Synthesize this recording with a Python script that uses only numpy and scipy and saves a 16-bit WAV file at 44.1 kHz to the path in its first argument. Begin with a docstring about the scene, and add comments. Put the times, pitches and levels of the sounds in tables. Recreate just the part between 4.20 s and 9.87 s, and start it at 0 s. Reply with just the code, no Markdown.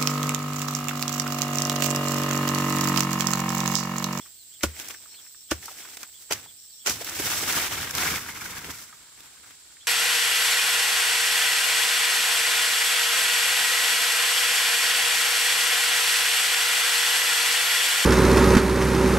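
"""Cutting a fruit bunch from a palm.

A blade chops four times into a thick stalk. Each stroke crunches through wet fibres, knocks the stalk
and shakes the leaves; the stalk rings less as it is cut through. The bunch tears loose, crashes through
fronds and twigs and lands in the undergrowth. On the hillside, cicadas pulse their tymbals,
a bush cricket buzzes its wings and two small birds whistle."""
import sys
import numpy as np
from scipy import signal
from scipy.fft import rfft, irfft
from scipy.io import wavfile
from scipy.ndimage import map_coordinates

SR = 44100
rng = np.random.default_rng(int(sys.argv[2]) if len(sys.argv) > 2 else 0)


def dump_mix(stems):
    """Bounce the given channels to the path in sys.argv[1] as a 16-bit WAV at rate SR."""
    frames = np.atleast_2d(stems).T  # one column per channel
    limited = np.clip(frames, -1, 1)  # hard clip at full scale
    pcm = np.round(limited * 32767).astype(np.int16)
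    wavfile.write(sys.argv[1], SR, pcm)


N = 250047
TIME = np.arange(N) / SR

# Noise spectra. Each row: frequency in Hz, relative density in dB.
AIR_SPECTRUM = [(25, 1), (70, 7.5), (150, -0.5), (320, -4), (520, -9), (1100, -19), (1550, -8),
                (2600, -3.5), (3200, 5), (4500, 7.5), (6400, 2), (7550, 15), (10500, -4.5), (15500, -15)]  # hillside air, far insect chorus
RASP_SPECTRUM = [(6500, -27), (7300, -50), (7700, -20), (8300, -45), (9000, 6), (11500, -83), (12600, 5),
                 (14200, -1.5), (15200, 15), (15800, -28)]  # around the cicada's whine
WING_SPECTRUM = [(4700, -35), (5330, -6), (5530, 0), (5730, -6), (6400, -35)]  # cricket wing resonance
BRANCH_SPECTRUM = [(25, -43.5), (45, -25), (75, -5), (115, -6), (170, -10.5), (300, -15), (500, -14.5),
                   (1000, -70)]
FROND_SPECTRUM = [(120, -20.5), (300, -0.5), (550, -4.5), (800, -1.5), (1100, -8), (1450, -0.5), (2100, 0),
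                  (2800, -0.5), (3600, -0.5), (5000, -10.5), (9000, -13.5)]
EDGE_SPECTRUM = [(2300, -20.5), (3300, -8), (4500, -0.5), (5600, 4), (6900, 1), (7700, 2.5), (9000, -3),
                 (11500, -1.5), (15500, -3)]  # dry leaf edges
UNDERGROWTH_SPECTRUM = [(150, 2), (320, -2.5), (520, -18), (780, -4.5), (950, -0.5), (1250, 1.5), (1560, 4),
                        (1870, -2), (2200, 3.5), (2550, -3.5), (3600, -5.5), (7000, -37)]
FIBRE_SPECTRUM = [(100, -20), (300, 6), (700, 5.5), (1400, 10.5), (2200, 8), (3200, 9), (5000, -40),
                  (9000, -77.5)]  # wet fibres
SPLIT_SPECTRUM = [(1500, -15), (3000, 1.5), (4200, 7.5), (5700, 12.5), (7500, 9.5), (9500, 2), (12000, 4),
                  (15500, 0)]  # their sharp splitting
# Stereo image. Each row: frequency in Hz, left-right correlation.
NEAR_COHERENCE = [(60, .99), (290, 0.99), (640, 0.62), (1400, 0.39), (3100, 0.37), (6800, -0.044),
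                  (15000, -0.039)]
FAR_COHERENCE = [(60, 0.64), (290, 0.3), (1400, 0.2), (3100, 0), (6800, 0), (15000, 0.2)]

# Near cicada's whine. Each row: frequency in Hz, relative level in dB.
WHINE_PARTIALS = [(7345, -69.5), (7538, -92), (7670, -52), (8037, -60), (8166, -96), (8300, -57.5),
                  (15250, -74)]
# Its strength. Each row: time in seconds, gain in dB.
CICADA_GAIN = [(0, 5), (2.6, 4), (3.3, 11), (4.0, -23), (5.67, -21)]
# Cricket phrases. Each row: start and end in seconds, relative level in dB.
CRICKET_PHRASES = [(.03, .1, -66), (0.776, 1.68, -65), (2.427, 2.63, -62.5)]
# First bird's runs of peeps. Each row: start and end in seconds.
BIRD_RUNS = [(0.027, 2.7), (5.624, 6.5)]
# Second bird. Each row: centre and length in seconds, start, middle and end in Hz, relative level in dB.
BIRD_SLURS = [(0.198, .1, 4300, 4250, 3550, -56), (0.939, 0.1, 3500, 4370, 3450, -52),
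              (2.521, 0.1, 6260, 4270, 3200, -58)]

# Frond bases slipping. Each row: time in seconds, relative level in dB, pitch in Hz.
FROND_CREAKS = [(0.059, -46.5, 1410), (.409, -39.5, 2120), (0.743, -38.5, 1610), (0.857, -49.5, 1160),
                (0.944, -46, 2450), (1.064, -47, 1690), (1.146, -51, 1470), (1.482, -34, 1080),
                (1.513, -43.5, 630), (1.651, -40, 1430), (1.835, -38.5, 1410), (2.26, -45.5, 910),
                (4.088, -29, 1490), (4.727, -41, 1230), (5.241, -48.5, 1280), (5.568, -48, 1980)]
# Leaves shaken by each stroke. Each row: time in seconds, relative level in dB.
LEAF_SHIVERS = [(0.435, -44), (1.316, -48), (2.123, -43), (2.696, -37)]
# The bunch sways, falls and settles through leaves. Each row: start and hold in seconds,
# relative frond level in dB, edge and branch offsets from it in dB.
BUNCH_DRAGS = [(0.0, .06, -59, 4, -8), (0.579, 0.13, -48, 4, -13.5), (0.818, 0.2, -61.5, 1.5, -14),
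               (1.432, 0.092, -49.5, 5.5, -16), (1.573, 0.24, -52, 4.5, -16), (1.917, .14, -64, 10.5, -15),
               (2.803, 0.42, -41, 2.5, -18), (2.98, 0.31, -36, 4, -8.5), (3.283, .16, -30, 1, -16),
               (3.513, 0.17, -34.5, -0.5, -10.5), (3.753, 0.19, -29.5, 0, -10.5),
               (4.005, 0.5, -41, -1, -8.5), (4.546, 0.046, -46.5, 5, -20), (4.632, 0.703, -57.5, -1.5, -16),
               (5.394, 0.25, -63.5, -10, -19)]
# Undergrowth against crown. Each row: time in seconds, undergrowth share of the rustle from 0 to 1.
UNDERGROWTH_SHARE = [(2.6, 0.08), (2.85, 0.09), (3.3, 0.33), (3.8, 0.55), (4.1, 0.86), (5.67, 0.33)]
# Loudest twigs and ribs breaking. Each row: time in seconds, relative body and crack levels in dB.
TWIG_SNAPS = [(0.4093, -47, -46), (0.592, -33, -33), (.599, -40, -35), (.683, -41, -29.5),
              (1.457, -47, -27), (1.7702, -32, -29), (1.831, -35, -29), (2.846, -39, -24),
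              (2.893, -39, -25), (3.137, -33, -27), (3.301, -19, -38), (3.326, -32, -16), (3.708, -46, -23),
              (3.751, -38, -22), (4.445, -33, -55), (4.552, -52, -35), (5.005, -44, -44)]
# The bunch hits trunk and ground. Each row: time in seconds, relative knock level in dB,
# knock pitch in Hz, thud level in dB.
BUNCH_BUMPS = [(2.814, -32, 530, -60), (2.999, -26.5, 320, -47), (3.229, -30, 353, -53),
               (3.796, -48, 303, -54), (3.837, -30, 633, -54), (3.934, -46, 160, -35),
               (4.487, -39.5, 300, -65)]

# Stalk modes. Each row: frequency in Hz, relative level in dB, T60 in seconds.
STALK_MODES = [(108, -16, .12), (210, -16, .035), (325, 0, .046), (440, -5, .03), (545, -3, .03),
               (660, -5, .022), (800, -7, .018), (1180, -8, .028), (1480, -5, .036), (1840, -15, .03),
               (2470, -17, .03)]
# Blade jolts. Each row: time in seconds, gain of the modes in dB, pitch factor, bunch swing in dB.
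STALK_JOLTS = [(0.4365, -14.5, 0.97, -18), (0.4403, -23, 0.68, -36), (0.4472, -28, 1, -51),
               (1.316, -15, 0.98, -26.5), (1.3202, -29.5, 1.18, -53), (2.1079, -25, 1.3, -59),
               (2.675, -29, 1.3, -60), (2.698, -32, 1.02, -46)]
# Fibres parting. Each row: time in seconds, relative level in dB, decay in seconds, brightness in dB.
BLADE_BITES = [(0.4341, -22, 0.01, -6), (1.3128, -26.5, 0.012, -6.5), (2.11, -27.5, 0.011, -13),
               (2.123, -20, 0.0039, -7.5), (2.132, -28, 0.0047, .5), (2.662, -26, 0.011, -6.5),
               (2.671, -22, 0.014, -7.5), (2.6972, -25, 0.002, 11), (2.703, -34, 0.032, 4)]


def from_db(db):
    """Decibels to gain."""
    return 10 ** (np.asarray(db) / 20)


def in_time(points):
    """A (seconds, value) curve at every sample."""
    return np.interp(TIME, *np.transpose(points))


def at_hz(points, hz):
    """Read a spectrum on a log-frequency axis."""
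    point_hz, value = np.transpose(points)
    return np.interp(np.log(hz + 0.0011), np.log(point_hz), value)


def pan(right_db):
    """Channel gains, right over left by right_db."""
    return from_db(np.array([[-.5], [.5]]) * right_db)


def drift(rate_hz):
    """Random wander of deviation 1."""
    knots = rng.standard_normal(N // 10)
    position = np.minimum(TIME * rate_hz, len(knots) - 1)
    return map_coordinates(knots, [position], order=1) * np.sqrt(3 / 2)


def burst(at_s, rise_s, decay_s, hold_s=0):
    """Exponential envelope: reaches 1 at at_s, holds, decays."""
    return np.exp(-np.clip(np.maximum((at_s - TIME) / rise_s, (TIME - at_s - hold_s) / decay_s), 0, 20))


def repeats(start_s, end_s, gap_s, slowing_s=0, max_calls=12):
    """Call times in one run; each gap grows by slowing_s."""
    k = np.arange(max_calls)
    times_s = start_s + k * gap_s + k * (k - 1) / 2 * slowing_s
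    return times_s[times_s < end_s]


def grains(per_s, spread_db, decay_s):
    """Envelope of many tiny fractures of uneven size; rms 1."""
    onsets = rng.random(N) < per_s / SR
    sizes = from_db(spread_db * np.minimum(rng.exponential(1, N), 4))
    power = signal.lfilter([1], [1, -np.exp(-2 / (decay_s * SR))], onsets * sizes ** 2 + 1e-18)
    return np.sqrt(power / power.mean())


def noise(envelope, spectrum, coherence=NEAR_COHERENCE):
    """Enveloped stereo noise through a minimum-phase filter of unit power."""
    hz = np.fft.rfftfreq(4096, 1 / SR)
    gain = from_db(at_hz(spectrum, hz))
    alike = np.clip(at_hz(coherence, hz), -.995, .995)
    mid_side_gains = gain / np.sqrt(np.mean(gain ** 2)) * np.sqrt([(1 + alike) / 2, (1 - alike) / 2])
    cepstrum = irfft(np.log(mid_side_gains + 1e-9))
    cepstrum[:, 1:len(hz) - 1] *= 2
    cepstrum[:, len(hz):] = 0
    impulse = irfft(np.exp(rfft(cepstrum)))
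    mid, side = signal.oaconvolve(envelope * rng.standard_normal((2, N)), impulse, axes=1)[:, :N]
    return np.array([mid + side, mid - side])


def resonate(x, hz, width_hz):
    """Resonator that keeps the power of white noise."""
    r = np.exp(-np.pi * width_hz / SR)
    numerator = np.sqrt((1 - r * r) / 2) * np.array([1, 0, -1])
    return signal.lfilter(numerator, [1, -2 * r * np.cos(2 * np.pi * hz / SR), r * r], x)


def hollow(envelope, hz, width_ratio):
    """Rough rubbing through a broad resonance."""
    rubbing = resonate(envelope * rng.standard_normal(N), hz, width_ratio * hz)
    return signal.lfilter(*signal.iirpeak(hz, 1, fs=SR), rubbing)


def ring(at_s, hz, t60_s, rise_s):
    """Damped mode set off by a push of finite length."""
    out, start = np.zeros(N), int(at_s * SR)
    age_s = np.arange(min(SR // 2, N - start)) / SR
    envelope = np.exp(-np.log(1000) * age_s / t60_s) * (1 - np.exp(-age_s / rise_s))
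    out[start:start + len(age_s)] = -np.sin(2 * np.pi * hz * age_s) * envelope
    return out


def tree_scatter(x, t60_s, lowpass_hz):
    """Short, dull echoes from trunks and leaves, different at each ear."""
    age_s = np.arange(SR // 2) / SR
    echoes = rng.standard_normal((2, len(age_s))) * np.exp(-np.log(1000) * age_s / t60_s) * (age_s > .003)
    echoes /= np.sqrt(np.sum(echoes ** 2, axis=1, keepdims=True))
    echoes = signal.sosfilt(signal.butter(1, lowpass_hz, fs=SR, output="sos"), echoes)
    return signal.oaconvolve(x * np.ones((2, 1)), echoes, axes=1)[:, :N]


def hillside_air():
    """Steady wash of air and far insects."""
    return noise(0.72 * from_db(-48.5), AIR_SPECTRUM, FAR_COHERENCE) * pan(right_db=2)


def far_cicada():
    """A steady whine, blurred by distance into a narrow band."""
    return from_db(-68) * resonate(rng.standard_normal((2, N)), hz=7560, width_hz=90)


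def near_cicada(tymbal_hz=133, waver_hz=13):
    """The tymbal pulses out a wavering whine and a rasp."""
    shared_waver_hz = waver_hz * drift(rate_hz=13)
    whine = 0
    for hz, db in WHINE_PARTIALS:
        phase = 2 * np.pi * np.cumsum(hz + shared_waver_hz + waver_hz * drift(rate_hz=200)) / SR
        amplitude = np.sqrt(2) * from_db(db + 2 * drift(rate_hz=26))
        whine += amplitude * np.sin(phase + rng.uniform(-1.5, 1, (2, 1)))
    tymbal = np.sin(2 * np.pi * np.cumsum(tymbal_hz + 2 * drift(rate_hz=7.1)) / SR)
    whine *= from_db(-9.5) * (1 + tymbal / 2)
    rasp = from_db(-62) * noise(1 + .85 * tymbal, RASP_SPECTRUM, FAR_COHERENCE)
    return from_db(in_time(CICADA_GAIN)) * (whine + rasp) * pan(right_db=6)


def bush_cricket(buzz_s=0.098, gap_s=0.14):
    """Scrapes drive the wing resonance in phrases of evenly spaced buzzes."""
    buzzes = 0
    for start_s, end_s, db in CRICKET_PHRASES:
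        for at_s in repeats(start_s, end_s, gap_s):
            buzzes += from_db(db) * np.exp(-np.minimum((2 * (TIME - at_s) / buzz_s) ** 4, 20))
    scrapes = grains(per_s=900, spread_db=0, decay_s=0.002)
    return from_db(9.5) * noise(buzzes * scrapes, WING_SPECTRUM, FAR_COHERENCE) * pan(right_db=-6)


def whistle(centre_s, length_s, start_hz, middle_hz, end_hz, db):
    """One sine note gliding along an arc."""
    inside = np.abs(TIME - centre_s) < length_s / 2
    u = 2 * (TIME[inside] - centre_s) / length_s  # -1 to 1
    hz = middle_hz + (end_hz - start_hz) / 2 * u + ((start_hz + end_hz) / 2 - middle_hz) * u ** 2
    envelope = from_db(db) * np.sqrt(2) * np.cos(np.pi / 2 * u)
    out = np.zeros(N)
    out[inside] = envelope * np.sin(2 * np.pi * np.cumsum(hz) / SR)
    return out


def birds(peep_s=.056, foot_hz=2750, top_hz=3460):
    """Two far birds, one peeping, one slurring, smeared by the trees between."""
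    times_s = [at_s for run in BIRD_RUNS for at_s in repeats(*run, gap_s=.3175, slowing_s=.0017)]
    peeps = sum(whistle(at_s, peep_s, foot_hz, top_hz, foot_hz, db=-50.5) for at_s in times_s)
    slurs = sum(whistle(*row) for row in BIRD_SLURS)
    song = (peeps + slurs) * from_db(3.5 * drift(rate_hz=600))
    echoes = tree_scatter(song, t60_s=.07, lowpass_hz=7000)
    return (from_db(-6.5) * song + from_db(-4.5) * echoes) * pan(right_db=1.5)


def creaks():
    """Short slips ring the hollow frond bases."""
    return sum(from_db(db) * hollow(burst(at_s, rise_s=.001, decay_s=.006), hz, width_ratio=0.5)
               for at_s, db, hz in FROND_CREAKS)


def shaking(breeze_frond_db=-71.5, breeze_edge_db=-60):
    """Branch, frond and leaf-edge envelopes: shivers, breeze and drags add in power."""
    shiver = sum((from_db(db) * burst(at_s, rise_s=0.0047, decay_s=0.068)) ** 2
                 for at_s, db in LEAF_SHIVERS)
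    branch = shiver * from_db(-0.5) ** 2
    frond = shiver + from_db(breeze_frond_db) ** 2
    edge = shiver * from_db(1.5) ** 2 + from_db(breeze_edge_db) ** 2
    for at_s, hold_s, db, edge_db, branch_db in BUNCH_DRAGS:
        drag = (from_db(db) * burst(at_s, rise_s=.025, decay_s=.05, hold_s=hold_s)) ** 2
        branch += drag * from_db(branch_db) ** 2
        frond += drag
        edge += drag * from_db(edge_db) ** 2
    return np.sqrt([branch, frond, edge])


def leaflets(per_s, q, low_hz, high_hz, scatter_db, count=30):
    """Stiff leaflets flick past each other, each ringing at its own pitch and place; rms 1."""
    out = np.zeros((2, N))
    denormal_guard = 1e-12 * np.cos(np.pi / 2 * np.arange(N))
    for hz in np.geomspace(low_hz, high_hz, count):
        flicks = (rng.random(N) < per_s / count / SR) * rng.standard_normal(N) + denormal_guard
        ringing = signal.lfilter(*signal.iirpeak(hz, 1, fs=SR), resonate(flicks, hz, hz / q))
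        size = from_db(at_hz(UNDERGROWTH_SPECTRUM, hz)) * np.sqrt(hz)
        place = pan(scatter_db * rng.uniform(-1.64, 1))
        out += size * place * np.array([ringing, np.roll(ringing, rng.integers(-1, 4))])
    return out / np.sqrt(np.mean(out ** 2))


def foliage(branch, frond, edge, clump_db=2, heave_db=1.5):
    """Branches heave, fronds slap, ribs click, dry edges crackle; lower down the rustle turns papery."""
    depth = in_time(UNDERGROWTH_SHARE)
    clumps = from_db(clump_db * drift(rate_hz=55))
    slaps = grains(per_s=2100, spread_db=-3, decay_s=0.0026)
    crackle = grains(per_s=3500, spread_db=1.5, decay_s=0.002)
    heave = from_db(heave_db * drift(rate_hz=27))
    branches = from_db(-2.5) * noise(branch * heave, BRANCH_SPECTRUM)
    ribs = from_db(-5) * leaflets(per_s=450, q=4, low_hz=450, high_hz=3600, scatter_db=4)
    crown = ribs + from_db(2) * noise(slaps, FROND_SPECTRUM)
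    papery = from_db(-3) * leaflets(per_s=700, q=20, low_hz=900, high_hz=2400, scatter_db=9)
    undergrowth = papery + from_db(-2.5) * noise(slaps, UNDERGROWTH_SPECTRUM)
    rustle = frond * clumps * (np.sqrt(1 - depth) * crown + np.sqrt(depth) * undergrowth)
    edges = from_db(1.5) * noise(edge * clumps * crackle, EDGE_SPECTRUM) * pan(right_db=1.5)
    return branches + rustle + edges


def twigs(frond, edge, small_per_s=10, decay_s=.004):
    """Twigs splinter with a woody body and a sharp crack; small random snaps scale with the rustle."""
    breaks = rng.random(N) < small_per_s / SR
    small = from_db(1) * signal.lfilter([1], [1, -np.exp(-1 / (decay_s * SR))], breaks + 1e-18)
    body, crack = small * frond, small * edge
    for at_s, body_db, crack_db in TWIG_SNAPS:
        snap = burst(at_s, rise_s=.0004, decay_s=decay_s)
        body += from_db(body_db) * snap
        crack += from_db(crack_db) * snap
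    splinters = grains(per_s=1700, spread_db=4, decay_s=0.00043)
    woody = noise(body * splinters, FROND_SPECTRUM)
    return woody + noise(crack * splinters, EDGE_SPECTRUM) * pan(right_db=2)


def bumps():
    """The soft, leafy bunch lands with blunt knocks and low thuds."""
    knocks, thuds = 0, 0
    for at_s, knock_db, hz, thud_db in BUNCH_BUMPS:
        contact = burst(at_s, rise_s=.004, decay_s=.008)
        knocks += from_db(knock_db) * hollow(contact, hz, width_ratio=0.57)
        thuds += from_db(thud_db) * burst(at_s, rise_s=0.032, decay_s=0.022)
    return knocks + noise(thuds, BRANCH_SPECTRUM)


def stalk(swing_hz=76.8):
    """Each jolt rings the stalk's damped modes; its heavy load starts to swing more slowly."""
    out = np.zeros(N)
    for at_s, db, pitch, swing_db in STALK_JOLTS:
        for k, (hz, mode_db, t60_s) in enumerate(STALK_MODES):
            # neighbouring bending modes start in opposite directions
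            out += (-1) ** k * from_db(db + mode_db) * ring(at_s, hz * pitch, t60_s, rise_s=.0003)
        out += from_db(swing_db) * ring(at_s, swing_hz, t60_s=0.2, rise_s=0.016)
    return out * pan(right_db=0.5)


def blade(press_db=-15, press_s=0.0079, strands_db=-23, strands_s=0.036):
    """The edge presses in, fibres part in crunching bursts, loose strands crackle on."""
    fibre_power, split_power = 0, 0
    for at_s, db, decay_s, bright_db in BLADE_BITES:
        rise_s = .2 * decay_s
        press = from_db(press_db) * burst(at_s, press_s, rise_s)
        parting = burst(at_s, rise_s, decay_s)
        strands = from_db(strands_db) * burst(at_s, rise_s, strands_s)
        power = from_db(db) ** 2 * (press ** 2 + parting ** 2 + strands ** 2)
        fibre_power += power * from_db(-bright_db)
        split_power += power * from_db(bright_db)
    crunch = grains(per_s=6500, spread_db=1, decay_s=0.00021)
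    fibres = from_db(-3.5) * noise(np.sqrt(fibre_power) * crunch, FIBRE_SPECTRUM)
    splitting = from_db(7) * noise(np.sqrt(split_power) * crunch, SPLIT_SPECTRUM)
    return (fibres + splitting) * pan(right_db=1.5)


def scene():
    """Chops and falling bunch against the hillside."""
    chops = blade() + stalk()
    wood = creaks() + bumps()
    branch, frond, edge = shaking()
    leaves = foliage(branch, frond, edge) + twigs(frond, edge)
    wood += from_db(-19) * tree_scatter(wood, t60_s=0.054, lowpass_hz=4000)
    air = hillside_air()
    chops += from_db(-15.5) * tree_scatter(chops, t60_s=0.11, lowpass_hz=4000)
    wildlife = near_cicada() + bush_cricket() + far_cicada() + birds()
    return air + wildlife + leaves + wood + chops


def record(dry, low_cut_hz=46, soft_limit=.55, high_cut_hz=15600):
    """Microphone: bass roll-off, rounded peaks, steep top cut."""
    thin = signal.sosfilt(signal.butter(2, low_cut_hz, "high", fs=SR, output="sos"), dry)
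    rounded = soft_limit * np.tanh(thin / soft_limit)
    return signal.sosfilt(signal.ellip(12, .1, 80, high_cut_hz, fs=SR, output="sos"), rounded)


dry = scene()
out = record(dry)
dump_mix(out)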